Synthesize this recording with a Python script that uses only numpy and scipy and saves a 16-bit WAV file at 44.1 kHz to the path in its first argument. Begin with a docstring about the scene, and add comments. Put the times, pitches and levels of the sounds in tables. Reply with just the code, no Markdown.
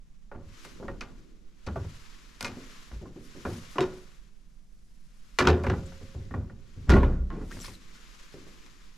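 """A tiled hotel room, just above a small fridge: its door is nudged, a card is laid on top, a can is lifted
from the door shelf and dropped back, the door slams, and the card slides off. A sleeve swishes with the reaches.
Blows are low pulses, shaped noise bands and damped sines; drinks clink as short sines.
Seal, cloth, skin, hinge and room are coloured noise under level curves; the card adds gliding squeaks."""
import sys
import numpy as np
from scipy import signal
from scipy.fft import rfft, irfft, next_fast_len
from scipy.io import wavfile
from scipy.ndimage import uniform_filter1d

SR = 44100
rng = np.random.default_rng(int(sys.argv[2]) if len(sys.argv) > 2 else 0)


def bounce(signal):
    """Save signal as a 16-bit WAV file at the path given by the first command-line argument."""
    frames = np.transpose(np.atleast_2d(signal))
    limited = np.clip(frames, -1, 1)
    pcm = np.round(limited * 32767).astype(np.int16)
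    wavfile.write(sys.argv[1], SR, pcm)


N = 395577

# Knocks on door and rocking load: start_s, strength_db, heft_db (extra bass), reach_hz, length_factor
DOOR_KNOCKS = [(0.315, -43.5, -22, 1580, 0.81), (0.347, -47, 11, 1290, 0.69), (0.799, -35, -21, 527, 0.85),
               (0.827, -38, -14, 890, 0.41), (0.848, -45, -4, 1200, 0.3), (0.881, -36, -3.5, 1880, 0.49),
               (1.672, -35, 5.5, 1490, 0.39), (1.686, -39.5, 7, 1870, 0.42),
               (1.7585, -34.5, 5.5, 1360, 0.55), (1.848, -49, 14, 1070, 0.47), (2.57, -37.5, -19, 426, 0.7),
               (2.913, -51, 13.5, 1700, 0.78), (3.013, -35.5, -19, 427, 0.75),
               (3.056, -46.5, -7, 900, 0.51), (3.16, -37, -16, 364, 0.76), (3.35, -39.5, -12, 423, 0.57),
               (3.451, -30, -0.5, 1520, 0.67), (5.64, -33, 1, 1500, 1), (5.666, -30, 6, 2280, 0.44),
               (5.6987, -27.5, 5, 2640, 0.42), (5.732, -34.5, 3.5, 1440, 0.62),
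               (5.92, -49.5, -4, 1970, 0.3), (6.012, -47, 7.5, 600, 0.52), (6.145, -45, 13, 616, 0.86),
               (6.309, -46, 16.5, 1590, 0.56), (6.34, -36, 9.5, 1450, 0.68),
               (6.497, -54.5, 14.5, 1800, 0.8), (6.76, -47.5, 11.5, 394, 0.97),
               (7.302, -44.5, -25, 2250, 1), (7.413, -51, 14, 1200, 0.83), (8.34, -38, -15, 445, 0.52),
               (8.466, -47.5, -24, 604, 0.4)]
# Door resonances: pitch_hz, relative_db, t60_s
DOOR_MODES = [(81, 1, .5), (115, -1, .4), (169, -1, .55), (253, -6, .45), (328, -7, .4), (549, -5, .5),
              (646, -6, .25), (791, -11, .2), (1045, -9, .25), (1150, -6, .25), (1416, -19, .12),
              (1830, -12, .15)]


def door(panels):
    """Knocks ring the door; each is followed by the dull thump of it rocking back."""
    rock_s, rock_db, rock_hz = 0.045, -10.5, 128.7
    rows = list(DOOR_KNOCKS)
    for s, db, heft_db, _, length in DOOR_KNOCKS:
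        rows.append((s + rock_s, db + heft_db + rock_db, 0, rock_hz, length))
    return blows(rows, DOOR_MODES, panels, heft_hz=163, slope_db=18, ring_db=-18, ring_hz=894,
                 rise_s=0.0035, snap_db=2.5, contact_s=0.0027, push_db=3.5)


# Can leaves the door shelf, then lands: start_s, strength_db, heft_db, reach_hz, length_factor
CAN_KNOCKS = [(3.757, -38.5, -11.5, 1190, 0.7), (3.783, -27, -13.5, 2400, 0.54),
              (3.8065, -29.5, -12, 4800, 0.53), (3.829, -37.5, -11, 1800, 0.87),
              (5.387, -21, -19, 5300, 0.69), (5.405, -21.5, -8, 2000, 0.51), (5.428, -30.5, -7, 1700, 0.67),
              (5.452, -28.5, 0, 2200, 0.89), (5.4715, -18.5, -8, 3200, 0.71), (5.481, -28.5, -4, 2400, 0.5),
              (5.497, -22.5, -23.5, 700, 0.56)]
# Shelf resonances: pitch_hz, relative_db, t60_s
SHELF_MODES = [(168, -12.5, 0.25), (365, 9.5, 0.4), (426.4, 2.5, 0.36), (564, -18, 0.12), (713, -12, 0.28),
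               (890, -15.5, 0.12), (988, -15.5, 0.59), (1062, -10, 0.26), (1350, -10.5, 0.067),
               (1510, -15, 0.11), (1767, -5.5, 0.2), (1940, -21.5, 0.19), (2310, -19, 0.14),
               (2700, -18, 0.13), (3700, -20.5, 0.27), (4960, -17, 0.19)]


def can(panels):
    """The can's contacts ring the door shelf."""
    return blows(CAN_KNOCKS, SHELF_MODES, panels, heft_hz=170, slope_db=17, ring_db=-4.0, ring_hz=1300,
                 rise_s=0.012, snap_db=4.5, contact_s=0.0016, push_db=7.5)


# Door meets cabinet and drinks jump: start_s, strength_db, heft_db, reach_hz, length_factor
SLAM = [(6.894, -24, -9, 4020, 0.45), (6.899, -23, -1, 4000, 0.46), (6.906, -27, -3, 3000, 0.52),
        (6.913, -24, -4, 1700, 0.62), (6.9235, -20, 4.5, 600, 0.58), (6.936, -24, -7, 2000, 0.75),
        (6.954, -23.5, -10, 836, 0.85), (6.964, -31, 1.5, 2200, 1.16), (7.031, -28, -1, 1750, 0.59)]
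# Cabinet resonances: pitch_hz, relative_db, t60_s
CABINET_MODES = [(31.62, 7, 1.42), (64.6, 7.5, 0.85), (191, -2, 1.42), (230, 0, 0.18), (386.2, 8.5, 0.12),
                 (937, -11, 0.29), (1090, -16, 0.28)]


def slam(panels):
    """A dense burst of contacts rings the cabinet."""
    return blows(SLAM, CABINET_MODES, panels, heft_hz=171, slope_db=14.5, ring_db=-3.0, ring_hz=810,
                 rise_s=0.001, snap_db=-2.0, contact_s=0.0032, push_db=-9)


# Plastic clicks of hinge, card on lid, fingernail: start_s, strength_db, heft_db, reach_hz, length_factor
CLICKS = [(.649, -50.5, -2, 3000, 0.7), (1.009, -40.5, -27, 5600, 0.6), (1.013, -41.5, -14, 2440, 0.9),
          (1.665, -47, 4, 5650, 0.5), (1.669, -47.5, 3, 4840, 0.45), (2.408, -38, -11, 7800, 0.66),
          (2.427, -41.5, -0.5, 8950, 0.48), (2.446, -33, -11, 6860, 0.82), (5.636, -50, -2, 7000, 1.3),
          (7.68, -49, 3, 9000, 0.53), (8.663, -53.5, -49, 6000, 0.29)]
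# Card edge catches on the lid and lets go: start_s, strength_db, heft_db, reach_hz, length_factor
SLIPS = [(7.56, -55, -4, 8100, 0.18), (7.57, -51, 9, 2420, 0.2), (7.59, -53, -10, 6000, 0.17),
         (7.602, -59, -15, 9050, 0.19), (7.642, -54, 7.5, 4500, 0.64)]
# Lid resonances: pitch_hz, relative_db, t60_s
LID_MODES = [(216, 5.9, 0.6), (260, 4.8, 0.79), (1186, 11.5, 0.17), (2126, 17, 0.12), (2403, 14, 0.098),
             (2550, 16, 0.059), (4550, 7, 0.06)]


def lid_clicks(panels):
    """Light, hard contacts ring the plastic lid."""
    clicks = blows([*CLICKS, *SLIPS], LID_MODES, panels, heft_hz=490, slope_db=21.0, ring_db=-15.5,
                   ring_hz=1510, rise_s=0.00048, snap_db=11.5, contact_s=0.0011, push_db=14)
    return panned(clicks, side_db=1.0)


# Door and shelf swing against hinge and seal: start_s, pitch_hz, level_db, t60_s
BOOMS = [(1.762, 79.6, -34, 0.55), (2.915, 55.7, -27.5, 0.38), (3.759, 305, -30.5, 0.095),
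         (3.787, 139, -25, 0.24), (3.812, 339, -16, 0.06), (3.812, 369.4, -18, 0.3),
         (5.476, 81, -12.5, 0.46), (5.478, 156.7, -15.5, 0.18), (5.659, 79.2, -23, 0.62),
         (5.668, 369, -28, 0.38), (6.886, 63.4, -2.5, 0.25), (6.925, 356, -18.5, 0.21),
         (6.951, 261, -11, 0.075), (6.955, 63.6, -12, 0.41), (7.191, 63.3, -15.5, .36)]


def booms():
    """Masses swinging on springy hinge and seal, each one damped sine."""
    return notes(BOOMS, rise_cycles=1.0)


# Notes of single knocked cans or bottles, and of the plastic lid struck by the card: start_s, pitch_hz,
# level_db, t60_s
CLINKS = [(.315, 558, -44, 0.4), (.881, 550, -34.5, 0.18), (.881, 1860, -39.5, 0.096),
          (1.011, 1204, -49, 0.19), (1.012, 2504, -29, 0.021), (1.675, 1110, -49, 0.068),
          (1.759, 657, -24, 0.052), (1.759, 1145, -39.5, 0.13), (2.447, 2485, -35, 0.14),
          (2.447, 928, -40.5, 0.14), (3.056, 1057, -45.5, .06), (3.757, 1200, -34.5, 0.037),
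          (3.783, 1060, -8, 0.017), (3.783, 2920, -33, 0.066), (3.79, 714, -26.5, 0.19),
          (3.8065, 3700, -32, 0.026), (3.807, 3770, -42, 0.16), (3.807, 1015, -34.5, 0.14),
          (3.807, 1416, -39, 0.16), (5.387, 1130, -20.5, 0.097), (5.387, 2370, -21.5, 0.077),
          (5.387, 2860, -28, 0.079), (5.387, 4100, -34.5, 0.081), (5.405, 1730, -19, 0.07),
          (5.405, 1110, -19, .05), (5.472, 940, -26.5, 0.16), (5.472, 750, -32, .2),
          (5.472, 1415, -24.5, 0.084), (5.473, 1637, -29.5, 0.11), (5.642, 560, -35, .06),
          (5.666, 920, -33, 0.054), (5.699, 1090, -33, 0.067), (5.699, 538, -50.5, 2.5),
          (6.309, 1840, -45, 0.064), (6.34, 1120, -23, 0.015), (6.34, 1880, -36, .04),
          (6.498, 1830, -52, 0.059), (6.937, 1920, -21.5, 0.045), (6.957, 1091, -31, 0.35),
          (7.031, 980, -18, 0.048), (7.031, 1400, -29, 0.044), (7.303, 1071, -44, 0.3),
          (7.68, 1030, -39, 0.033)]


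def clinks():
    """Struck cans, bottles and lid, each note one damped sine."""
    return notes(CLINKS, rise_cycles=1.1)


# Drinks jostle: start_s, base_db (each clink is 0-20 dB lower), length_s, highest_mode_hz
RATTLES = [(1.68, -41, .02, 1980), (3.808, -37, 0.034, 3120), (5.389, -24, 0.022, 4400),
           (5.473, -25, 0.045, 4170), (5.639, -38, 0.04, 1910), (5.699, -32, 0.045, 1770),
           (6.9, -23, 0.1, 2580), (7.032, -31, 0.02, 3840)]


def rattle(low_hz=620, t60_s=0.042, count=20):
    """Cans and bottles touch in quick clinks that tend to weaken, each on four short wall modes."""
    out, t = np.zeros((2, N)), np.arange(SR // 5) / SR
    for s, db, length_s, high_hz in RATTLES:
        for turn, (slack, softness, side, *pitches) in enumerate(rng.random((count, 7))):
            when = (turn + slack) / count  # share of the rattle's length
            hz = low_hz * (high_hz / low_hz) ** np.array(pitches)[:, None]
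            modes = np.sqrt(low_hz / hz) * (1 - np.exp(-t * hz)) * np.sin(2 * np.pi * hz * t)
            walls = modes.sum(0) / 2
            clink = walls * amp(db - 10 * (softness + when) - 60 * t / t60_s)
            add(out, s + when * length_s, panned(clink, 6 * (side - .5)))
    return out


# Seal squeezed against the cabinet, then settling: peak_s, level_db, rise_s, fall_s (per 10 dB)
SQUEEZES = [(6.92, -25.5, 0.035, 0.059), (7.12, -42, 0.067, 0.07), (7.335, -38.5, 0.025, 0.085),
            (7.415, -39.5, 0.038, 0.049), (7.57, -47.5, 0.13, 0.074)]
# Seal spectrum: freq_hz, relative_db_per_hz
SEAL_COLOUR = [(90, 4), (190, 14), (380, 8.5), (600, -4), (1100, -11), (2000, -17.5), (3000, -27),
               (7000, -32.5), (14000, -71)]


def seal():
    """Compressed rubber as swells of low-heavy noise."""
    return swells(SQUEEZES, shape=2.6) * noise(SEAL_COLOUR, SAME)


# Reaches of the sleeved arm: peak_s, motion_db (before swish_db), rise_s, fall_s (per 10 dB)
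REACHES = [(0.65, -58.5, 0.17, 0.2), (1.13, -70, 0.66, 0.28), (2.02, -60, 0.39, 0.41),
           (2.72, -57.5, 0.41, 0.33), (3.55, -57, 0.35, 0.57), (5.86, -61.5, 0.66, 0.53),
           (6.88, -66.5, 0.34, 0.36), (8.03, -60, 0.36, 1), (8.75, -70.5, 0.62, 1)]
# Cloth spectrum: freq_hz, relative_db_per_hz
SLEEVE_COLOUR = [(300, -18.5), (450, 0), (600, -7), (800, -7), (1050, 3), (1900, 1.5), (3500, -1.5),
                 (5500, -3.5), (7400, -6.5), (8400, -15), (11500, -15.5), (13800, -25.5), (16000, -51)]


def sleeve(swish_db=4.0, rest_db=-80, flutter_db=1.01, side_db=3.0, crinkle_db=-6, crinkles_per_s=14):
    """Smooth cloth rubs on itself to the left, with tiny decaying noise snaps where it creases."""
    motion = np.hypot(swells(REACHES, shape=1.93), amp(rest_db))
    swish = noise(SLEEVE_COLOUR) * motion * amp(swish_db + flutter_db * wobble(N, size=900))
    snaps = (rng.random(N) < crinkles_per_s / SR) * np.minimum(rng.exponential(1, N), 3)
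    decay = np.exp(-1 / (0.0022 * SR))  # 2.2 ms time constant
    creases = signal.lfilter([1], [1, -decay], snaps) * rng.standard_normal((2, N))
    crease_level = np.minimum(motion, amp(-65.0)) * amp(crinkle_db)
    return panned(swish + creases * crease_level, side_db)


# Fingers brush can and shelf: peak_s, level_db (mean of the grain), rise_s, fall_s (per 10 dB)
BRUSHES = [(3.27, -64, 0.065, 0.021), (3.54, -58.5, 0.11, 0.11), (3.73, -60, 0.034, 0.023),
           (3.96, -70, .05, 0.2), (5.3, -75, 1, 0.13), (5.383, -66, 0.011, 0.01)]
# Skin-on-metal spectrum: freq_hz, relative_db_per_hz
BRUSH_COLOUR = [(2000, -24.5), (5000, 3.5), (7500, -2), (10500, -1.5), (13500, -10.5), (16000, -35)]


def fingers(grain_db=2.5):
    """Thin, grainy hiss of skin on smooth metal."""
    return swells(BRUSHES, shape=1.5) * amp(grain_db * wobble(N, size=400)) * noise(BRUSH_COLOUR)


# Short dry scrapes, mostly the card over the lid: peak_s, level_db (before grain, pan), rise_s, fall_s (per 10 dB)
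PULLS = [(.652, -51.5, .02, 0.015), (7.545, -53, 0.046, 0.053), (7.615, -52.5, 0.12, 0.029),
         (7.65, -45.5, 0.025, 0.056), (7.74, -56.5, 0.075, 0.028)]
# Scrape spectrum: freq_hz, relative_db_per_hz
SCRAPE_COLOUR = [(600, -33), (950, 3), (2000, 6.5), (2700, 4.5), (4300, 5.5), (7000, 2), (10500, -3.5),
                 (14000, -10), (16000, -56)]
# Stick-slip squeaks: start_s, length_s, level_db (before arch, grain, pan), start_hz, glide_octaves,
# arch_octaves, jitter_share, overtone_db
SQUEAKS = [(5.854, 0.019, -59, 7450, 0.044, 0, .1, -28),
           (7.505, 0.034, -45.5, 1208, 0.85, 0.098, 0.11, -17),
           (7.6, 0.016, -48, 5000, 0.35, 0.0063, .02, -18),
           (7.612, 0.023, -48, 6200, -0.3, 0.012, 0.017, -15),
           (7.592, 0.03, -50, 7300, 0.04, 0.02, 0.025, -29),
           (7.625, 0.013, -51, 6900, .08, 0.138, .02, -27), (7.63, 0.0183, -52, 9600, .25, 0.014, .02, -27),
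           (7.641, 0.024, -44, 1016, .08, 0.063, 0.04, -1),
           (7.658, 0.0134, -50, 5650, -0.2, 0.015, .015, -9),
           (7.735, 0.027, -54.5, 4140, -0.13, 0.048, 0.029, -18)]
# Squeak harmonics, from the fundamental up: relative_db (overtone_db is added above the first)
SQUEAK_DB = [-4.5, -1, -4, -0.5, -8]


def card_slide(grain_db=1.5, side_db=2.0, stutter_db=6.5):
    """Grainy friction noise with short, unsteady stick-slip squeaks."""
    out = swells(PULLS, shape=0.87) * noise(SCRAPE_COLOUR)
    for s, length_s, db, start_hz, glide, arch, jitter, overtone_db in SQUEAKS:
        u = np.arange(0, 1, 1 / (length_s * SR))
        bow = np.sin(np.pi * u)
        hz = start_hz * 2 ** (glide * u + arch * bow)
        turns = np.cumsum(hz * (1 + jitter * wobble(SR, size=30)[:len(u)])) / SR
        squeak = np.zeros(len(u))
        for k, harmonic_db in enumerate(SQUEAK_DB, 1):
            level = amp(harmonic_db + overtone_db * (k > 1))
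            squeak += level * (k * hz < EDGE_HZ) * np.sin(2 * np.pi * k * turns)
        stutter = amp(stutter_db * wobble(SR, size=90)[:len(u)])
        add(out, s, amp(db) * bow * evened(squeak * stutter))
    return panned(out * amp(grain_db * wobble(N, size=120)), side_db)


# Door swings: peak_s, level_db, rise_s, fall_s (per 10 dB)
SWINGS = [(0.9, -48, .28, 0.43), (2.55, -59.5, 1, 0.42), (3.5, -63, 0.97, 1), (5.65, -63, 0.41, 0.33),
          (6.35, -54.5, 0.18, 0.47), (7.3, -54.5, 0.27, 0.89), (8.45, -55, 0.13, 0.39)]
# Hinge spectrum: freq_hz, relative_db_per_hz
SWING_COLOUR = [(20, -9), (35, 16), (70, -5.5), (120, -5), (200, -1), (350, -0.5), (550, -15), (900, -29.5),
                (2000, -53.5)]


def hinge_mutter(rest_db=-75):
    """The swinging door mutters on its hinge: low noise over a faint constant floor."""
    return np.hypot(swells(SWINGS, shape=1.4), amp(rest_db)) * noise(SWING_COLOUR)


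# Room spectrum: freq_hz, relative_db_per_hz
ROOM_COLOUR = [(18, 9), (45, 1.5), (62, -14.5), (90, -23.5), (160, -12), (225, -14.5), (290, -33.5),
               (700, -35.5), (3000, -66), (6000, -42), (13000, -57), (16000, -72)]


def room(level_db=-49.5, side_db=-5.5):
    """Steady low rumble, stronger on the right."""
    return panned(amp(level_db) * noise(ROOM_COLOUR), side_db)


# Struck panels in the room: centre_hz, colour_db, crack_t60_s, tail_t60_s, tail_db, rise_s
# (times are for length_factor 1)
PANELS = [(47.7, -5, 0.13, 0.98, -10, 0.022), (79.6, 0.5, 0.067, 0.61, -1, 0.036),
          (156, -1.5, .14, 0.98, -5, 0.018), (295, 0.5, 0.065, 0.61, -5.5, 0.011),
          (542, -3.5, 0.14, 0.7, -9, 0.0069), (850, -3, 0.016, 0.42, -11.5, 0.001),
          (1055, -2.5, 0.12, 0.61, -12.5, 0.0015), (2180, -5.5, 0.12, 0.45, -15, 0.0018),
          (2600, -6, 0.027, 0.34, -8, 0.00082), (4610, 0, 0.035, 0.25, -9, 0.001),
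          (8600, 1.5, 0.0054, 0.1, -6, 0.0031), (11100, -4, 0.034, 0.26, -8.5, 0.00018),
          (14340, -25.5, .02, .14, -30, .0002)]
# Left-right likeness of near knocks: freq_hz, likeness_0_to_1
SAME = [(130, 1), (300, .99), (640, .92), (1400, .94), (3100, .85), (15000, .7)]


def dense_modes():
    """Panels and room have countless modes: overlapping noise bands, each with a crack and a tail."""
    centre, colour_db, crack, tail, tail_db, rise = np.transpose(PANELS)[:, :, None]
    hz, z = noise_spectrum(4 * SR, SAME)
    # the same narrow peaks colour every blow
    z = z * amp(3.8 * wobble(len(hz), size=220) * np.clip(hz / 700, 0, 1))
    # loose parts chatter, so the treble comes in spurts
    chatter = amp(2.6 * wobble(4 * SR, size=130) * np.clip(centre / 1500, 0, 1))
    bands = []
    for one, spurts in zip(np.eye(len(PANELS)), chatter):
        share = read(np.c_[centre, one], hz) * (hz > 30)
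        bands.append(evened(irfft(z * share) * spurts))
    t = np.arange(SR) / SR
    fade = np.hypot(amp(-60 * t / crack), amp(tail_db - 60 * t / tail))
    return np.array(bands), amp(colour_db) * (1 - np.exp(-t / rise)) * fade


def ring(modes, rise_s):
    """An object's own modes, swelling briefly and dying away."""
    t = np.arange(SR) / SR
    tones = np.zeros(SR)
    for k, (hz, db, t60) in enumerate(modes):
        tones += (-1) ** k * amp(db - 60 * t / t60) * np.sin(2 * np.pi * hz * t)
    return tones * (1 - np.exp(-t / rise_s))


def blows(rows, modes, panels, heft_hz, slope_db, ring_db, ring_hz, rise_s, snap_db, contact_s, push_db):
    """A blow pushes one pulse, excites bands up to its reach (then slope_db/octave), rings the object."""
    bands, fades = panels
    out, centre, tones = np.zeros((2, N)), np.transpose(PANELS)[0], ring(modes, rise_s)
    t = np.arange(SR) / SR
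    snap = amp(snap_db * np.exp(-t / contact_s))  # level offset at contact, fading out
    for s, db, heft_db, reach_hz, length in rows:
        weight = amp(heft_db / (1 + (centre / heft_hz) ** 4))
        gains = amp(db) * weight / np.hypot(1, amp(slope_db * np.log2(centre / reach_hz)))
        start = rng.integers(bands.shape[-1] - SR)
        # a damped blow runs through its decay faster
        clock = np.minimum(np.arange(SR) / max(length, .2), SR - 1).astype(int)
        envelopes = gains[:, None] * fades[:, clock]
        knock = np.einsum("bct,bt->ct", bands[:, :, start:start + SR], envelopes)
        # soft or damped blows ring less
        ringing = amp(ring_db) * length * np.interp(ring_hz, centre, gains)
        # higher reach, narrower pulse
        u = np.pi * reach_hz * t[:SR // 20] - 4
        add(out, s, -amp(db + push_db) * u * np.exp(-u ** 2 / 2))
        add(out, s, snap * knock + ringing * tones)
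    return out


def notes(rows, rise_cycles):
    """Single damped vibrations that swell over about a cycle and die away."""
    out, t = np.zeros((2, N)), np.arange(SR) / SR
    for s, hz, db, t60 in rows:
        envelope = amp(db - 60 * t / t60) * (1 - np.exp(-t * hz / rise_cycles))
        add(out, s, -envelope * np.sin(2 * np.pi * hz * t))
    return out


def swells(rows, shape):
    """Level of a series of gestures at every sample; a higher shape rounds their peaks."""
    t = np.arange(N) / SR
    power = np.zeros(N)
    for s, db, rise, fall in rows:
        distance = np.maximum((s - t) / rise, (t - s) / fall)
        power += amp(db - 10 * distance ** shape) ** 2
    return np.sqrt(power)


def noise_spectrum(size, likeness):
    """Frequencies and spectra of white noise at two close microphones."""
    hz = np.fft.rfftfreq(size, 1 / SR)
    a, b = rfft(rng.standard_normal((2, size)))
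    same = np.clip(read(likeness, hz), 0, 1)
    return hz, np.array([a, same * a + np.sqrt(1 - same ** 2) * b])


# Left-right likeness of scattered sound: freq_hz, likeness_0_to_1
SCATTERED = [(50, 0.7), (130, 0.85), (640, 0.12), (7000, 0.62), (15000, 0.51)]


def noise(colour, likeness=SCATTERED):
    """Stereo noise of rms 1 with the given spectrum."""
    hz, z = noise_spectrum(next_fast_len(N, True), likeness)
    return evened(irfft(z * amp(read(colour, hz)))[:, :N])


def wobble(count, size):
    """Random wandering of rms 1 that changes over size points."""
    return evened(uniform_filter1d(rng.standard_normal(count), size=size))


def amp(db):
    """Decibels to amplitude."""
    return 10 ** (np.asarray(db) / 20)


def evened(x):
    """Scales to rms 1."""
    return x / np.sqrt(np.mean(x ** 2) + 1e-20)


def read(points, hz):
    """Reads a spectrum on a log-frequency axis."""
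    f, value = np.transpose(points)
    return np.interp(np.log(hz + 1), np.log(f + 1), value)


def add(mix, s, sound):
    """Mixes a sound in at s seconds."""
    part = mix[:, round(s * SR):][:, :sound.shape[-1]]
    part += sound[..., :part.shape[1]]


def panned(x, side_db):
    """Places a sound by its left-right level difference."""
    return x * amp(np.array([[.5], [-.5]]) * side_db)


def scene():
    """Blows on door, shelf, cabinet and lid, with the rubbing sounds and the room beneath them."""
    panels = dense_modes()
    impacts = door(panels) + can(panels) + slam(panels) + lid_clicks(panels)
    resonances = booms() + clinks() + rattle()
    rubbing = seal() + sleeve() + fingers() + card_slide()
    return impacts + resonances + rubbing + hinge_mutter() + room()


EDGE_HZ = 15400
# Microphone balance, left brighter: freq_hz, left_minus_right_db
BALANCE = [(200, 0), (380, .4), (700, -.7), (1300, -.2), (2400, .4), (5500, 1.4), (8100, 3), (15000, 5)]


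def record(dry):
    """The colours of the two microphones, then a steep low-pass at EDGE_HZ."""
    size = next_fast_len(N + SR, True)
    balance_db = read(BALANCE, np.fft.rfftfreq(size, 1 / SR))
    heard = irfft(panned(rfft(dry, size), balance_db), size)[:, :N]
    low_pass = signal.firwin(511, EDGE_HZ, window=("kaiser", 9), fs=SR)
    return signal.oaconvolve(heard, low_pass[None], "same")


dry = scene()
out = record(dry)
bounce(out)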